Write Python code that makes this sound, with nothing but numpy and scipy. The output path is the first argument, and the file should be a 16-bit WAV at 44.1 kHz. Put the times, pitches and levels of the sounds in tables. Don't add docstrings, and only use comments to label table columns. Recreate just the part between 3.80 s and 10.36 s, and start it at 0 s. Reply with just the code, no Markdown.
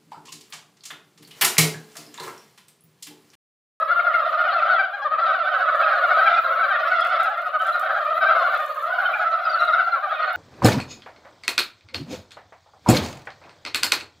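import sys
import numpy as np
from scipy import signal
from scipy.io import wavfile
from scipy.ndimage import uniform_filter1d

SR = 44100
rng = np.random.default_rng(int(sys.argv[2]) if len(sys.argv) > 2 else 0)


def store_pcm(level_fs):
    pcm = np.round(np.clip(level_fs, -1, 1) * 32767).astype(np.int16)
    wavfile.write(sys.argv[1], SR, np.atleast_2d(pcm).T)


def boost(x):
    u = np.asarray(x, float) / 20
    return 10 ** u


N = 289296

# start_s, hiss_db
BREEZE_STIR = [
    (0.0, -67),
    (0.77, -66.5),
    (1.08, -75),
    (2.32, -62),
    (3.6, -67.5),
    (4.97, -60),
    (5.3, -64),
    (6.43, -68),
    (6.56, -65),
]
# frequency_hz, density_db (per Hz)
BREEZE_SPECTRUM = [(5000, -13.5), (7000, 1.5), (9000, -16.5), (11000, 2.5), (13500, 3), (15800, -2)]
# start_s, peak_db, brightness_db
REED_TICKS = [(0.8819, -50, -15), (1.9579, -39, -22), (2.0128, -42, -10), (2.8459, -51, -5),
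              (3.2086, -36, -17), (3.249, -37, -16), (3.272, -35, -18), (3.4052, -37, -15),
              (3.4321, -35, -17), (3.492, -44, -12), (3.5768, -45, -13), (3.6182, -45, -11),
              (3.6711, -44, -16), (3.7948, -46, -12), (3.8187, -39, -18), (3.8696, -36, -19),
              (3.9968, -31, -13), (4.0497, -45, -12), (4.2532, -49, -11), (4.6708, -46, -9),
              (4.7481, -43, -15), (4.776, -42, -14), (4.8035, -40, -16), (4.8374, -45, -13),
              (4.8594, -44, -14), (4.9467, -42, -13), (5.0265, -40, -15), (5.8067, -44, -14),
              (5.8516, -41, -14), (6.5306, -40, -10)]
# start_s, length_s, level_db
REED_CREAKS = [
    (3.826, .135, -46),
    (4.75, .29, -50),
    (5.74, .24, -51),
]
# delay_s, level_db
BANK_ECHOES = [
    (.013, -22),
    (.029, -14.5),
    (.047, -15),
]
# start_s, level_db, strain_db (on the upper partials), pitch_hz
CROWD_COURSE = [(0.0, -24.5, -6.5, 644), (0.86, -19, -4, 705.6), (1.11, -24, -6.5, 738.4),
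                (1.31, -28, -5, 623), (1.48, -22, -3.5, 664.7), (2.37, -18, -5, 673.7),
                (2.54, -20, -0.5, 751), (2.67, -22, -5.5, 630), (3.31, -20.5, -1.5, 688),
                (3.62, -26, -6, 677), (4.51, -17, -6, 670), (4.79, -23, -2, 686), (5.01, -26, -5.5, 577),
                (5.13, -23.5, -5.5, 732), (5.86, -24, -4.5, 662.8), (6.28, -23.5, -5, 759.7),
                (6.43, -28, 1.5, 592.2), (6.56, -24, -4, 742.6)]
# centre_s, half_width_s, depth_db
CROWD_LULLS = [
    (1.19, 0.12, -8),
    (2.625, 0.028, -7.5),
    (3.784, 0.027, -15),
    (4.94, 0.13, -4),
    (6.22, 0.081, -5.5),
]
# frequency_hz, gain_db
FAR_RESONANCE = [(500, -9.5), (620, -7), (780, -4.5), (950, -4), (1150, -5.5), (1350, 1), (1600, -4),
                 (1900, -13), (2800, -21), (4000, -23), (5000, -37), (6500, -48)]
# centre_s, pitch_hz, level_db
THROAT_SQUEAKS = [(0.2, 2150, -30), (0.275, 2110, -61), (0.348, 2125, -26), (0.69, 2950, -35),
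                  (0.734, 4320, -37.5), (0.96, 3440, -37.5), (2.037, 2580, -29.5), (2.478, 2270, -30),
                  (2.541, 2400, -30), (2.548, 3840, -37.5), (2.58, 2475, -29.5), (3.165, 5590, -56),
                  (3.172, 3475, -36), (3.21, 5050, -45), (3.223, 3375, -30), (3.81, 3060, -35),
                  (3.889, 3320, -39), (3.939, 4030, -38), (5.263, 3040, -32), (5.345, 2376, -27),
                  (5.658, 4950, -45), (5.706, 4670, -43.5), (5.739, 4450, -35), (5.804, 4010, -32.5),
                  (5.845, 3930, -36), (5.884, 3800, -32.5), (5.72, 5800, -56), (5.81, 5600, -53.5),
                  (5.938, 3800, -32), (6.051, 4410, -50.5), (6.125, 4120, -43), (6.429, 4340, -40.5),
                  (6.491, 4310, -42.5)]
# frequency_hz, gain_db
NEAR_RESONANCE = [(500, -14), (620, -10.5), (780, -20), (950, 0.5), (1150, 0), (1350, 4), (1600, -9.5),
                  (1900, -15), (2800, -27), (4000, -28.5), (5000, -44), (6500, -66.5)]
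# first_note_s, last_note_s, first_pitch_hz,
# last_pitch_hz, level_db
SCATTERED_FROGS = [(0.017, 0.017, 639, 636, -18.5), (1.047, 1.047, 774, 772, -21), (1.175, 1.275, 764, 783, -40),
                   (1.21, 1.21, 577, 575, -27.5), (1.35, 1.4, 640.4, 652, -19), (2.49, 2.58, 835, 810, -28),
                   (3.126, 3.187, 745, 672, -15.5), (3.41, 3.516, 805, 849, -30.5), (4.2, 4.26, 616, 620, -25.5),
                   (4.52, 4.585, 679.5, 648, -16.5), (5.11, 5.175, 518, 505, -32.5), (5.2, 5.255, 813, 823, -30),
                   (5.365, 5.43, 840.5, 827, -26.5), (5.89, 5.89, 707, 690, -16.5),
                   (6.155, 6.32, 789, 821, -29.5), (6.17, 6.17, 566, 555, -24)]
# first_note_s, last_note_s, first_pitch_hz, last_pitch_hz, level_db
LEFT_FROGS = [(0.027, 0.255, 654.6, 705.4, -17), (0.123, 0.354, 702.2, 705.0, -13),
              (0.918, 1.002, 741, 778, -14.5), (1.146, 1.233, 814, 825, -24.5),
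              (1.263, 1.464, 603, 671.5, -15.5), (1.506, 1.56, 767, 745, -21.5),
              (2.244, 2.475, 714, 790.4, -15), (2.709, 3.063, 683.5, 573, -20.5),
              (2.82, 3.039, 668, 722, -18), (2.844, 2.916, 783, 780.0, -18),
              (4.116, 4.329, 602.5, 680, -28), (4.407, 4.566, 610, 592, -24.5),
              (4.431, 4.482, 760, 782, -15), (4.443, 4.53, 620, 632.5, -16.5),
              (4.512, 4.74, 691.6, 706.6, -18), (4.572, 4.713, 749, 759, -23.5),
              (5.235, 5.298, 581, 580, -25), (5.946, 6.0, 723, 749, -15), (6.246, 6.405, 609, 632, -20)]
# first_note_s, last_note_s, first_pitch_hz, last_pitch_hz, level_db
CENTRE_FROGS = [(0.615, 0.975, 713.7, 664.0, -15), (0.795, 0.948, 636.4, 698, -19),
                (1.431, 1.506, 681, 637.6, -14.9), (1.905, 2.22, 663, 725, -22),
                (2.004, 2.139, 682, 751, -18), (2.298, 2.544, 637, 676.6, -15),
                (2.31, 2.664, 669.7, 659, -18), (3.12, 3.477, 722.3, 654, -18.0),
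                (3.222, 3.45, 641, 711, -23.5), (3.582, 3.663, 661, 642, -24.5),
                (3.759, 3.96, 625.3, 709.5, -16.5), (3.981, 4.164, 688.5, 732, -25),
                (4.065, 4.176, 767, 814, -24.7), (4.62, 4.803, 544.0, 625, -21.5),
                (5.04, 5.109, 670, 713, -21), (5.196, 5.427, 710, 727, -18.5),
                (5.679, 5.826, 652, 697, -15), (5.823, 5.982, 627, 659, -17),
                (5.937, 6.141, 682.7, 690, -14.5)]
# first_note_s, last_note_s, first_pitch_hz, last_pitch_hz, level_db
RIGHT_FROGS = [(0.303, 0.465, 640.0, 675.5, -18), (0.432, 0.609, 611, 631.4, -19.5),
               (1.617, 1.839, 677.4, 651.6, -17), (1.68, 1.893, 769.3, 738.5, -17.5),
               (1.884, 2.13, 636.4, 648.3, -16.4), (2.031, 2.142, 810, 809, -24),
               (2.586, 2.805, 674, 751, -18.5), (3.186, 3.378, 613, 621, -26),
               (3.525, 3.645, 670, 735, -29), (3.753, 3.864, 736.0, 776, -24),
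               (4.014, 4.164, 620, 698, -22.5), (4.47, 4.524, 800.0, 794, -20.5),
               (4.689, 5.055, 610, 624, -22.5), (5.133, 5.265, 740.4, 740, -19),
               (5.391, 5.568, 649.4, 643, -24.5), (5.463, 5.538, 671, 669.5, -17),
               (5.664, 5.775, 713, 750, -23), (6.438, 6.552, 727, 743, -24), (6.438, 6.51, 628, 702, -20.5)]


def rms_one(x):
    return x / np.sqrt(np.mean(x ** 2) + 1e-20)


def in_time(rows):
    times_s, *columns = np.transpose(rows)
    return [np.interp(np.arange(N) / SR, times_s, column) for column in columns]


def at_hz(points, hz):
    point_hz, point_db = np.transpose(points)
    return np.interp(np.log(hz), np.log(point_hz), point_db)


def drift(rate_hz):
    r = np.exp(-2 * np.pi * rate_hz / SR)
    noise = rng.standard_normal(N + 9000)
    return rms_one(signal.lfilter([1], [1, -2 * r, r * r], noise)[9000:])


def wide_noise(likeness):
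    mid, side = rng.standard_normal((2, N))
    alike = np.clip(likeness, 0, 1)
    return np.sqrt(1 + alike) * mid + np.sqrt(1 - alike) * side * [[1], [-1]]


def bandpass(x, band_hz, order):
    return signal.sosfilt(signal.butter(order, band_hz, "band", fs=SR, output="sos"), x)


def breeze(hiss_db):
    out = 0
    edges_hz = np.geomspace(5000, 16000, 7)
    grain = boost(0.95 * drift(40))
    for low, high in zip(edges_hz, edges_hz[1:]):
        band = bandpass(wide_noise(0.35), [low, high], 2)
        patch_db = 2.8 * drift(9) + 2.4 * drift(70)
        out = out + boost(at_hz(BREEZE_SPECTRUM, np.sqrt(low * high)) + patch_db) * band
    return boost(hiss_db) * grain * rms_one(out)


def reeds(tail_s=0.001, crackle_per_s=150, crackle_db=-13, lift_db=-2.5, colour=0.68):
    at_s, db, bright_db = np.transpose(REED_TICKS)
    strikes = np.zeros(N)
    strikes[(at_s * SR).astype(int)] = boost(db + lift_db)

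    shaken = signal.lfilter([1], [1, -np.exp(-1 / (0.033 * SR))], strikes + 1e-18)
    sizes_db = crackle_db + 3 * np.minimum(rng.exponential(1, N), 2)
    strikes = strikes + shaken * boost(sizes_db) * (rng.random(N) < crackle_per_s / SR)

    slip_gap_s = .012
    slips = [(t, level) for s, length, level in REED_CREAKS for t in np.arange(s, s + length, slip_gap_s)]
    slip_s, slip_db = np.transpose(slips)
    late, strong = rng.standard_normal((len(slip_s), 2)).T
    strikes[((slip_s + .2 * slip_gap_s * late) * SR).astype(int)] += boost(slip_db + 2.5 * strong)

    tilt_db = colour * np.interp(np.arange(N) / SR, at_s, bright_db - bright_db.mean())
    tilt = boost(tilt_db + 1.5 * drift(30))
    out = 0
    for band_hz, gain in (([4500, 10500], boost(0.5) / tilt), ([10500, 15500], boost(3.0) * tilt)):
        decay = signal.lfilter([1], [1, -np.exp(-1 / (tail_s * SR))], gain * strikes + 1e-18)
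        out = out + bandpass(decay * np.sign(wide_noise(0.5)), band_hz, 2)
    return out


def banks(x, aside_db=7.0):
    thin = bandpass(x.mean(axis=0), [1200, 6000], 1)
    out = x.copy()
    for k, (delay_s, db) in enumerate(BANK_ECHOES):
        lag = int(delay_s * SR)
        side_db = aside_db * (-1) ** k * np.array([[1], [-1]])
        out[:, lag:] += boost(db + side_db) * thin[:-lag]
    return out


def lulls_db():
    t = np.arange(N) / SR
    return sum(db * np.exp(-((t - s) / width) ** 2) for s, width, db in CROWD_LULLS)


def crowd_notes(count, crowd_hz, follows=0.818, spacing_s=.07, low_hz=610, spread_hz=125, climb_hz=16, width_db=11):
    notes = []
    for call, (when, size, place, loud, pace, number) in enumerate(rng.random((count, 6))):
        call_s = (call + when) / count * (N / SR + .5) - .5
        steps = np.arange(5 + int(7 * number))
        for k, (late, slide, strong) in zip(steps, rng.standard_normal((len(steps), 3))):
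            s = call_s + spacing_s * (k * (.85 + .3 * pace) + .06 * late)
            crowd_shift_hz = crowd_hz[int(np.clip(s * SR, 0, N - 1))] - crowd_hz.mean()
            hz = low_hz + spread_hz * (size - .5) + climb_hz * k + follows * crowd_shift_hz
            level_db = -4 * loud + 1.3 * strong
            notes.append((s, np.clip(hz, 515, 880), level_db, .03 + .025 * pace,
                          -.05 + .08 * slide, width_db * (place - .5)))
    return [note for note in notes if 0 < note[0] < N / SR]


def squeaks(arch=0.38, glide=-0.05, width_db=6.5):
    out = np.zeros((2, N))
    flutter = 1 + .45 * drift(150)
    shake = 1 + .012 * drift(90)
    squeak_s = .042
    u = np.linspace(-.5, .5, int(squeak_s * SR))
    for (s, hz, db), place in zip(THROAT_SQUEAKS, rng.standard_normal(len(THROAT_SQUEAKS))):
        span = int(s * SR) - len(u) // 2 + np.arange(len(u))
        pitch = hz * (1 + glide * u - arch * u * u) * shake[span]
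        wave = np.sin(np.cumsum(2 * np.pi * pitch / SR))
        tone = flutter[span] * np.cos(np.pi * u) ** 2 * wave
        out[:, span] += boost(db + width_db * place * np.array([[.5], [-.5]])) * tone
    return out


def near_notes(calls, pan_db):
    note_gap_s, note_s, note_spread_s = .068, .045, .008
    glide, glide_spread, uneven_db = -0.059, 0.048, 0.5
    notes = []
    for first_s, last_s, first_hz, last_hz, db in calls:
        count = round((last_s - first_s) / note_gap_s) + 1
        times_s = np.linspace(first_s, last_s, count)
        pitches_hz = np.linspace(first_hz, last_hz, count)
        luck = np.clip(rng.standard_normal((8, 3)), -2, 2)
        for s, hz, (strong, long, slide) in zip(times_s, pitches_hz, luck):
            length_s = max(note_s + note_spread_s * long, .015)
            notes.append((s, hz, db + uneven_db * strong, length_s, glide + glide_spread * slide, pan_db))
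    return notes


def croak(notes, sac, strain_db, arch, wobble, colour_db, breath, from_second=False):
    out = np.zeros((2, N + SR))
    shake, flutter = drift(53), drift(220)
    order = np.arange(1, 9)[:, None]
    upper = order > 2
    spread_db = np.where(upper, colour_db, 0.43 * (order < 2))
    chance = rng.standard_normal((len(notes), 16))
    for (s, hz, db, length_s, glide, pan_db), luck in zip(notes, chance):
        u = np.linspace(-.5, .5, int(length_s * SR))
        centre = int(np.clip(s * SR, 0, N - 1))
        own = (int(abs(luck[1]) * SR) + centre + np.arange(len(u))) % N
        pitch = hz * (1 + glide * u - arch * u * u + wobble * shake[own])
        gains_db = at_hz(sac, order * hz) + spread_db * luck[:8, None] + upper * strain_db[centre]
        if from_second:
            gains_db = gains_db - at_hz(sac, 2 * hz)
        phase = order * np.cumsum(2 * np.pi * pitch / SR) + 9 * luck[8:, None]
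        stack = np.sum(boost(gains_db) * np.sin(phase), axis=0)
        swell = boost(db) * np.cos(.999 * np.pi * u) * (1 + breath * flutter[own])
        start = centre + SR // 2 - len(u) // 2
        out[:, start:start + len(u)] += swell * stack * boost([[pan_db / 2], [-pan_db / 2]])
    return out[:, SR // 2:SR // 2 + N]


def scene():
    crowd_db, strain_db, crowd_hz = in_time(CROWD_COURSE)
    (hiss_db,) = in_time(BREEZE_STIR)
    left_db, centre_db, right_db = 3.5, 1, -4
    placed = near_notes(LEFT_FROGS, left_db) + near_notes(CENTRE_FROGS, centre_db)
    placed += near_notes(RIGHT_FROGS, right_db) + near_notes(SCATTERED_FROGS, centre_db)
    far = croak(crowd_notes(count=125, crowd_hz=crowd_hz), FAR_RESONANCE, strain_db,
                arch=0.3915, wobble=0.0068, colour_db=4.5, breath=.13)
    near = croak(placed, NEAR_RESONANCE, strain_db,
                 arch=0.266, wobble=0.0048, colour_db=3.5, breath=.1, from_second=True)
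    crowd = boost(crowd_db - 3 + lulls_db()) * rms_one(far)
    return banks(near + crowd + squeaks()) + breeze(hiss_db + 2.0) + reeds()


def band_limit(x):
    return signal.sosfilt(signal.butter(12, 15830, fs=SR, output="sos"), x)


def record(dry):
    loudness = np.sqrt(uniform_filter1d(np.mean(dry ** 2, axis=0), 1500) + 1e-12)
    mush = signal.sosfilt(signal.butter(2, 1500, fs=SR, output="sos"), wide_noise(.94))
    rasp = bandpass(wide_noise(1.0), [520, 1900], 6)
    mush_db, rasp_db, low_cut_hz = -36.5, -24, 462
    added = loudness * (boost(mush_db) * rms_one(mush) + boost(rasp_db) * rms_one(rasp))
    kept = signal.sosfilt(signal.butter(6, low_cut_hz, "high", fs=SR, output="sos"), dry)
    return band_limit(kept + added)


dry = scene()
out = record(dry)
store_pcm(out)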